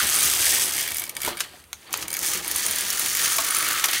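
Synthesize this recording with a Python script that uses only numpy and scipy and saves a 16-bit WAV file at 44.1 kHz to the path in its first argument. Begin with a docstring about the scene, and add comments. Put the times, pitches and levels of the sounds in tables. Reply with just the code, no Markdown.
"""In a small room, the carriage of a plastic knitting machine is pushed along. Its cams (ramps inside it)
hit the steel needles in turn: they chatter, single ones snap loudly, the plastic needle bed and hollow
carriage shell resound, and the table rumbles. The carriage slows and bumps to rest at about 1.4 s.
After a short lull it is drawn back from about 1.9 s, rattling and snapping again,
and near the end it clacks several times against its rail."""
import sys
import numpy as np
from scipy import signal
from scipy.fft import rfft, irfft, next_fast_len
from scipy.io import wavfile
from scipy.ndimage import map_coordinates

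SR = 44100
rng = np.random.default_rng(int(sys.argv[2]) if len(sys.argv) > 2 else 0)


def generate_wav(signal):
    """Clip the signal to [-1, 1] and save it as 16-bit WAV at the path in sys.argv[1]."""
    frames = np.transpose(np.atleast_2d(signal))
    scaled = np.clip(frames, -1, 1) * 32767
    pcm = np.round(scaled).astype(np.int16)
    wavfile.write(sys.argv[1], SR, pcm)


N = 176400
TIME = np.arange(N) / SR


def amp(db):
    """Turn decibels into a number to multiply by."""
    return 10 ** (np.asarray(db) / 20)


def unit(x):
    """Scale a sound to an average (rms) level of 1."""
    return x / np.sqrt(np.mean(x ** 2) + 1e-20)


def along(points, hz):
    """Read between (f/Hz, value) points, giving each octave equal space."""
    f, values = np.transpose(points)
    return np.interp(np.log(hz + 1), np.log(f + 1), values)


def curves(rows):
    """Join timed rows into one curve for each column after the time."""
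    times, *columns = np.transpose(rows)
    return [np.interp(TIME, times, column) for column in columns]


def colour(x, points, shift=1):
    """Filter a sound through (f/Hz, level/dB) points; only their shape counts, not their overall level."""
    size = 8192
    cepstrum = irfft(np.log(amp(along(points, np.fft.rfftfreq(size, 1 / SR) / shift))))
    cepstrum[1:size // 2] *= 2  # folded so the filter rings after a hit, never before
    cepstrum[size // 2 + 1:] = 0
    response = irfft(np.exp(rfft(cepstrum)))
    return signal.fftconvolve(x, response / np.linalg.norm(response))[:N]


def bursts(times, gains, t60):
    """A puff of noise for each hit; t60 is its fade time, the seconds it takes to drop 60 dB."""
    starts = np.round(np.abs(times) * SR).astype(int)
    hits = np.bincount(starts, np.square(gains), N)[:N]
    power = signal.lfilter([1], [1, -amp(-120 / (t60 * SR))], hits)
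    return np.sqrt(np.abs(power)) * rng.standard_normal(N)


def rattle(rate, scatter_db, t60):
    """Tiny hits of uneven strength at random moments, rate of them a second."""
    moments = rng.random((12000, 2))[:, 0] * N / SR
    size_db = scatter_db * rng.standard_normal(len(moments)).clip(-2, 2)
    count = int(rate * N / SR)
    return unit(bursts(moments[:count], amp(size_db[:count]), t60))


def ring(times, gains, tones, detune, tuning=None):
    """Each hit rings with a set of fading tones, a little different every time."""
    t, out = np.arange(SR // 20) / SR, np.zeros(N + SR)
    hz, db, t60 = np.transpose(tones)
    fade = amp(db[:, None] - 60 * t / t60[:, None])
    chance = rng.standard_normal((512, 3, len(hz), 1))
    for start, gain, (mistune, size, phase) in zip(times, gains, chance):
        ratio = 1 if tuning is None else np.interp(start, *np.transpose(tuning))
        waves = np.sin(2 * np.pi * (hz[:, None] * (ratio + detune * mistune) * t + phase))
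        out[int(abs(start) * SR):][:len(t)] += gain * np.sum(fade * amp(2 * size) * waves, axis=0)
    return out[:N]


# tone colour of the quiet room: f/Hz, level/dB
HUSH_COLOUR = [(25, -12), (70, 9.5), (130, 3.5), (300, -1.5), (800, -5), (2000, -8.5), (3400, -8),
               (5000, -40), (9000, -7.5), (15700, -17)]
def room_hush():
    """A faint, steady, deep noise lies under everything."""
    return amp(-55.5) * colour(rng.standard_normal(N), HUSH_COLOUR)


# how long the echo lasts, from low notes to high: f/Hz, fade time/s
ECHO_FADE = [(150, 0.31), (2000, 0.071), (6000, 0.13), (15000, 0.11)]
def room_echo(x):
    """A short room echo, longest in the bass, slowly varied so no steady tones ring."""
    out, count = np.zeros(N), 13
    for k in range(count):
        hz, t, spectrum = signal.stft(rng.standard_normal(SR // 2), SR, nperseg=256)
        fade = amp(-60 * t / along(ECHO_FADE, hz)[:, None])
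        tail = signal.istft(spectrum * fade, SR, nperseg=256)[1]
        echo = np.pad(tail, (SR // 250, 0)) / np.linalg.norm(tail)  # arrives 4 ms late
        share = np.sqrt(np.clip(1 - abs(np.arange(N) * (count - 1) / N - k), 0, 1))
        out += signal.fftconvolve(x * share, echo)[:N]  # each echo blends into the next
    return out


# narrow tones that swell and fade: t/s, half length/s, f/Hz, width/Hz, level/dB
RESONANCES = [(0.0, .06, 1310, 150, -33), (.3, .25, 11090, 120, -38), (.4, .25, 7990, 220, -35),
              (.53, .11, 3210, 260, -29.5), (.58, .07, 12980, 260, -37), (.86, .12, 12170, 180, -41),
              (.95, .08, 11100, 90, -42), (1.0, .07, 2270, 90, -40), (1.7, .2, 3420, 160, -64),
              (2.25, .08, 2230, 130, -36.5), (2.34, .025, 3290, 120, -36), (2.64, .1, 3310, 220, -41),
              (3.0, .25, 6300, 300, -39), (3.05, .35, 1790, 170, -39), (3.55, .35, 11090, 130, -39.5),
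              (3.73, .14, 1270, 160, -31)]
def resonances():
    """The rattle stirs up narrow tones: low from bed and shell, high from singing needles and latches."""
    out = np.zeros(N)
    contacts = rattle(rate=800, scatter_db=2, t60=.02)
    for middle, half, hz, width, db in RESONANCES:
        b, a = signal.iirpeak(hz, hz / (1.5 * width), SR)
        band = signal.lfilter(b, a, signal.lfilter(b, a, contacts))
        swell = np.exp(-.5 * ((TIME - middle) / half) ** 2)
        out += amp(db) * swell * unit(band)
    return out


# blows to the frame: t/s, level/dB, fade time/s, pitch/ratio
FRAME_BUMPS = [(1.276, -17, 0.043, 0.96), (1.305, -32.5, 0.054, 0.35), (1.535, -43, 0.062, 0.72),
               (2.35, -30, 0.069, 0.37), (3.386, -20.5, 0.037, 1.104), (3.846, -24.5, .04, 1.3)]
# tone colour of the frame: f/Hz, level/dB
FRAME_COLOUR = [(150, -13), (340, -9), (478, 3), (530, -9), (595, 4), (720, -11), (818, 4.5), (890, -8),
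                (980, 10), (1050, 2), (1170, -10), (1390, -9), (1600, -17), (3000, -20)]
# shudders of the table: t/s, level/dB
TABLE_THUDS = [(0.024, -34), (.245, -37), (1.3, -47), (2.03, -45), (2.29, -53)]
def bumps():
    """Dull blows ring the frame and shake the table."""
    frame = sum(colour(bursts([t], [amp(db)], t60), FRAME_COLOUR, pitch)
                for t, db, t60, pitch in FRAME_BUMPS)
    times, thud_db = np.transpose(TABLE_THUDS)
    boom = [(25, -35), (40, -19), (55, 0.5), (72, -7), (130, -12), (400, -25), (1500, -70)]
    return frame + colour(bursts(times, amp(thud_db), t60=.15), boom)


# knocks on the rail: t/s, relative level/dB, fade time/s
RAIL_CLACKS = [(1.4052, -24, 0.04), (1.64, -51.5, 0.017), (1.7302, -31.5, 0.016), (1.908, -50, .025),
               (1.9365, -34.5, .02), (1.9403, -25, 0.014), (2.0252, -32, 0.045), (3.384, -27, .04),
               (3.796, -27.5, 0.033), (3.8407, -21, 0.05), (3.8453, -33, 0.032), (3.885, -28, 0.071),
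               (3.932, -27, 0.052)]
# tone colour of those knocks: f/Hz, level/dB
RAIL_COLOUR = [(120, -66), (200, -59), (536, -8), (846, -2), (1260, 0.5), (2190, 4.5), (3990, 3), (5550, 2),
               (6300, 4), (8140, -1.5), (9590, 2.5), (10900, -10), (11500, 0), (13100, -3), (15700, -13)]
def clacks():
    """The carriage knocks on its rail as it stops, starts and rides over the stitches."""
    hits = np.zeros(N)
    for t, db, t60 in RAIL_CLACKS:
        body = bursts([t], [amp(db)], t60)
        edge = bursts([t], [amp(db)], t60=.013)
        tail = bursts([t], [amp(db - 33)], t60=.11)
        hits += body + edge + tail
    return amp(8.5) * colour(hits, RAIL_COLOUR)


# tone colour of the plastic bed: f/Hz, level/dB
BED_COLOUR = [(900, -35.5), (1550, 0), (1780, 3.5), (2250, 1.5), (2650, -0.5), (3200, 2), (3900, -2),
              (4600, 0.5), (6500, -37)]
def plastic_bed(hits):
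    """The bed that holds the needles gives hits a plastic sound."""
    return colour(hits, BED_COLOUR)


# tone colour of a struck needle: f/Hz, level/dB
CRACK_COLOUR = [(1500, -22), (3200, -11), (5000, -3), (6400, 3.5), (7800, 1), (9500, -1), (11200, 1.5),
                (12600, 3), (13800, 0), (14800, 4), (15700, -3.5)]
def needle_crack(hits):
    """A hit on a steel needle makes a bright crack."""
    return colour(hits, CRACK_COLOUR)


# tones of a needle's stem: f/Hz, level/dB, fade time/s
STEM_TONES = [(6280, -11, .016), (8980, -5, .016), (9250, -2, .018), (9480, 0, .021), (9720, -4, .016),
              (14500, -13, .018)]
# how the stems' pitch drifts along the bed: t/s, pitch/ratio
STEM_DRIFT = [(.15, 1.0), (.45, 1.015), (1.1, .975), (1.37, 1.0), (2.7, .99), (3.5, 1.02)]
def stem_ring(times, gains, detune):
    """The thin steel stem of a struck needle rings high and briefly."""
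    return ring(times, gains, STEM_TONES, detune, STEM_DRIFT)


# loud snaps: t/s, then relative level/dB of the crack, the plastic, the stem and the latch
NEEDLE_SNAPS = [(0.03, -14, -28, -28, -29), (0.098, -19, -31, -31, -20), (0.143, -22, -34, -19, -25),
                (0.161, -18, -30, -15, -32), (0.188, -23, -22, -15, -42), (0.229, -14, -33, -17, -20),
                (0.2562, -24, -23, -17, -22), (0.4543, -26, -28, -13.5, -18), (0.657, -31, -39, -25, -25),
                (0.7357, -26, -35, -31, -38), (0.7635, -30, -43, -46, -22), (0.7806, -21, -24.5, -33, -28),
                (0.8098, -16, -28, -36, -33), (0.8769, -19, -23.5, -36, -47),
                (0.8874, -25, -24.5, -36, -29), (0.9065, -24, -36, -31, -51),
                (0.9184, -20, -25.5, -50, -26), (0.9453, -25, -31, -25, -23), (0.959, -33, -28, -28, -39),
                (0.969, -17.5, -38, -34, -23), (0.9833, -17, -25, -38, -40), (0.9962, -27, -34, -26, -18),
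                (1.019, -33, -24, -35, -24), (1.039, -21, -27, -28, -41), (1.055, -30, -45, -51, -37),
                (1.0664, -33, -32, -56, -57), (1.077, -34, -37, -40, -43), (1.095, -19.5, -31, -30, -37),
                (1.1517, -34, -37, -32, -51), (1.1668, -24, -22, -24, -28), (1.204, -29, -31, -34, -59),
                (1.2179, -18.5, -27.5, -30, -22), (1.2323, -21, -22.5, -41, -32),
                (1.249, -23, -20, -25, -27), (1.262, -21, -27, -30, -31), (1.371, -31, -30, -27, -48),
                (1.378, -35, -32, -34, -46), (1.39, -33, -29, -54, -51), (1.399, -24, -34, -28, -40),
                (1.929, -17, -32, -29, -28), (1.9743, -23, -40, -45, -30), (2.0816, -23, -29, -26, -44),
                (2.104, -22, -32, -35, -37), (2.115, -30, -33, -26, -35), (2.129, -20, -27.5, -20, -35),
                (2.14, -18, -28, -45, -43), (2.149, -25, -23.5, -44, -39), (2.168, -19, -24.5, -31, -31),
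                (2.1912, -17, -37, -29, -35), (2.23, -19, -25.5, -26, -39), (2.262, -21, -25, -27, -22),
                (2.374, -22, -29, -25, -37), (2.4458, -29, -26, -28, -41), (2.4792, -24, -32, -23, -21),
                (2.5133, -14, -28, -27, -28), (2.5608, -20, -38, -18.5, -21), (2.583, -25, -29, -22, -30),
                (2.6645, -22, -24, -19.5, -24), (2.6865, -25, -27, -27, -41), (2.711, -26, -34, -18, -20),
                (2.7334, -25, -24, -32, -41), (2.76, -20, -38, -22, -25), (2.7853, -14.5, -25, -28, -30),
                (2.809, -21, -33, -21.5, -26), (2.9032, -14, -39, -32, -37), (2.93, -20, -37, -31, -41),
                (2.9955, -17, -31, -21, -23), (3.0608, -16, -27, -34, -34), (3.1505, -15, -20.5, -30, -28),
                (3.1704, -18, -36, -30, -24), (3.207, -22, -42, -43, -35), (3.367, -19, -30, -35, -20),
                (3.4468, -18, -25, -25, -31), (3.467, -24, -38, -24, -33), (3.4876, -24, -34, -21.5, -24),
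                (3.5078, -21, -23, -20, -28), (3.5475, -14, -25, -21, -37), (3.5675, -16, -37, -16, -27),
                (3.586, -17, -37, -16, -30), (3.607, -28, -32, -18.5, -48), (3.6265, -21, -20, -22, -36),
                (3.647, -19, -27, -22, -39), (3.667, -29, -30, -29, -37), (3.6871, -14, -30, -26, -32),
                (3.71, -17, -26, -34, -48), (3.731, -17, -32, -28, -38), (3.857, -11, -37, -40, -20),
                (3.912, -24, -35, -28, -23)]
# tones of the latch, the tiny flap on a needle's hook: f/Hz, level/dB, fade time/s
LATCH_TONES = [(11100, -3, .036), (12170, -3, .028), (12500, -5, .015), (12950, -4, .02)]
# tones of the slot a needle slides in: f/Hz, level/dB, fade time/s
SLOT_TONES = [(1880, -8, .025), (2260, 0, .045), (3250, -6, .025), (4900, -4, .028)]
def snaps():
    """A needle catches on a cam and springs free: it cracks, rings, and knocks and pings in its slot."""
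    times, crack_db, plastic_db, stem_db, latch_db = np.transpose(NEEDLE_SNAPS)
    release = bursts(times, amp(crack_db), t60=.014)
    catch = bursts(times - .0027, amp(crack_db - 11.5), t60=.014)  # a soft touch just before
    stem = stem_ring(times, amp(stem_db), detune=.007)
    latch = ring(times, amp(latch_db), LATCH_TONES, detune=.003)
    knock = plastic_bed(bursts(times, amp(plastic_db - 6.5), t60=.029))
    ping = ring(times, amp(plastic_db - 5.5), SLOT_TONES, detune=.015)
    return needle_crack(catch + release) + stem + latch + knock + ping


def needle_ticks(needles_passed):
    """The cams tick against each needle they reach, a little uneven in timing and strength."""
    times = np.flatnonzero(np.diff(np.floor(needles_passed))) / SR
    late, size = rng.standard_normal((2, 512))[:, :len(times)]
    times = times + .0007 * late
    gains = amp(1.5 * size.clip(-2, 1.5))
    cracks = unit(needle_crack(bursts(times, gains, t60=.011)))
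    stems = unit(stem_ring(times, gains, detune=.008))
    return unit(cracks + amp(-1.5) * stems)


TURN_S = 1.66  # the hand changes from pushing to pulling
# tone colour of the chatter on the push and on the pull: f/Hz, level/dB
PUSH_CHATTER = [(2060, -7), (3500, -4.5), (4420, -9), (4980, -1), (5400, -3.5), (6440, 0), (7030, -4),
                (7820, 0), (8650, 0.5), (9500, -3.5), (10500, -3), (11300, -5), (12100, -3), (12900, -7),
                (13800, -9.5), (15100, -5), (15700, -14)]
PULL_CHATTER = [(2060, -61), (3500, -5.5), (5300, 2), (6320, 6), (7770, 2), (9620, 3), (10500, 1),
                (11500, 0), (12100, -4), (14800, 0.5), (15700, -3.5)]
def needle_chatter(surge):
    """Needles and latches chatter in their slots, a little differently in each direction."""
    contacts = surge * rattle(rate=1400, scatter_db=2.5, t60=.009)
    weak_lows = [(2000, -30)]
    pushed = colour(contacts, weak_lows + list(PUSH_CHATTER))
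    pulled = colour(contacts, weak_lows + list(PULL_CHATTER))
    return np.where(TIME > TURN_S, pulled, pushed)


# how fast the carriage moves: t/s, speed/(needles per second)
CARRIAGE_SPEED = [(0, 70), (.25, 76), (.5, 78.5), (.8, 65.5), (1.0, 44), (1.12, 14), (1.28, 55.5),
                  (1.4, -0.5), (1.9, 0), (2.1, 42), (2.3, 60), (2.45, 30), (2.7, 43.5), (3.15, 45.5),
                  (3.55, 51.5), (4, 44)]
# the push and the pull: t/s, then relative level/dB of the needles, the bed, the shell and the table
PUSH_LEVELS = [(0.0, -22, -27, -19.5, -37.5), (0.05, -24, -27.5, -37, -44.0),
               (0.2, -22, -28.5, -31.5, -42.5), (0.37, -23.5, -30.5, -38, -42), (0.45, -21, -25, -44, -40),
               (0.63, -22, -29.5, -42, -43), (0.71, -29, -35.5, -44, -45.5), (0.82, -26.5, -29, -54, -41),
               (0.9, -36.5, -37.5, -49, -47), (1.0, -34.5, -39.5, -52, -50), (1.13, -58, -49.5, -73, -50.5),
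               (1.2, -42.5, -47, -46, -49.5), (1.28, -29, -30.5, -35, -35), (1.35, -52, -41.5, -44, -45.5),
               (1.44, -44, -38.5, -47, -54.5), (1.5, -53.5, -48.5, -60, -58), (1.6, -51.5, -52, -57, -62)]
PULL_LEVELS = [(1.83, -52.5, -51, -63.5, -67), (1.9, -53, -45, -55, -46.5), (1.96, -40, -35, -38, -45),
               (2.02, -35, -39, -52, -45), (2.07, -52, -43.5, -45, -50), (2.2, -35, -39, -45, -47),
               (2.26, -24.5, -31.5, -45, -43), (2.34, -26, -29, -37, -48), (2.41, -36.5, -38, -44.5, -45.5),
               (2.6, -26.5, -30, -43, -43.5), (2.8, -29, -31.5, -41.5, -46.5), (3.1, -26, -30, -38.5, -45),
               (3.26, -22.5, -26.5, -32.5, -44.5), (3.45, -28, -30, -33, -46.5),
               (3.77, -29, -28, -27, -45.0), (3.87, -36, -33.5, -29.5, -50.5),
               (3.95, -24.5, -23.5, -36.5, -41.5), (4.0, -27, -28, -40, -61)]
# tone colours of the hollow carriage shell and of the table: f/Hz, level/dB
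SHELL_COLOUR = [(700, -32), (1020, -22), (1150, -3), (1300, 0), (1460, -5), (1620, -7), (2200, -22)]
TABLE_COLOUR = [(25, -7), (45, -28.5), (70, 2.5), (100, -3), (180, -2), (250, -1), (350, 4), (480, -0.5),
                (700, 0), (950, 2), (1300, 0), (2500, -69)]
def carriage():
    """The sliding carriage strikes needle after needle while the bed, its shell and the table resound."""
    speed, = curves(CARRIAGE_SPEED)
    lull = [(TURN_S, -66, -66, -70, -70)]
    needle_db, bed_db, shell_db, table_db = curves(list(PUSH_LEVELS) + lull + list(PULL_LEVELS))
    needles_passed = np.cumsum(np.abs(speed)) / SR
    surge = unit(amp(0.5 * np.cos(2 * np.pi * needles_passed - 1)))  # a slight swell for each needle
    needles = amp(-10) * needle_ticks(needles_passed) + amp(-0.5) * needle_chatter(surge)
    bed = plastic_bed(surge * rattle(rate=650, scatter_db=1.5, t60=.043))
    shell = colour(rattle(rate=700, scatter_db=2, t60=.025), SHELL_COLOUR)
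    table = colour(rattle(rate=300, scatter_db=5, t60=.13), TABLE_COLOUR)
    return (amp(needle_db) * needles + amp(bed_db - 2) * bed
            + amp(shell_db - 2.5) * shell + amp(table_db + 2) * table)


def scene():
    """The machine, its echo and the hush of the room, in one channel."""
    machine = carriage() + snaps() + clacks() + bumps()
    hush = room_hush()
    return (machine + amp(-9.5) * room_echo(machine) + hush)[None]


def record(dry):
    """Cut away the very highest treble, above 15800 Hz."""
    size = next_fast_len(N + SR // 2)
    kept = np.fft.rfftfreq(size, 1 / SR) < 15800
    return irfft(rfft(dry, size) * kept, size)[..., :N]


dry = scene()
out = record(dry)
generate_wav(out)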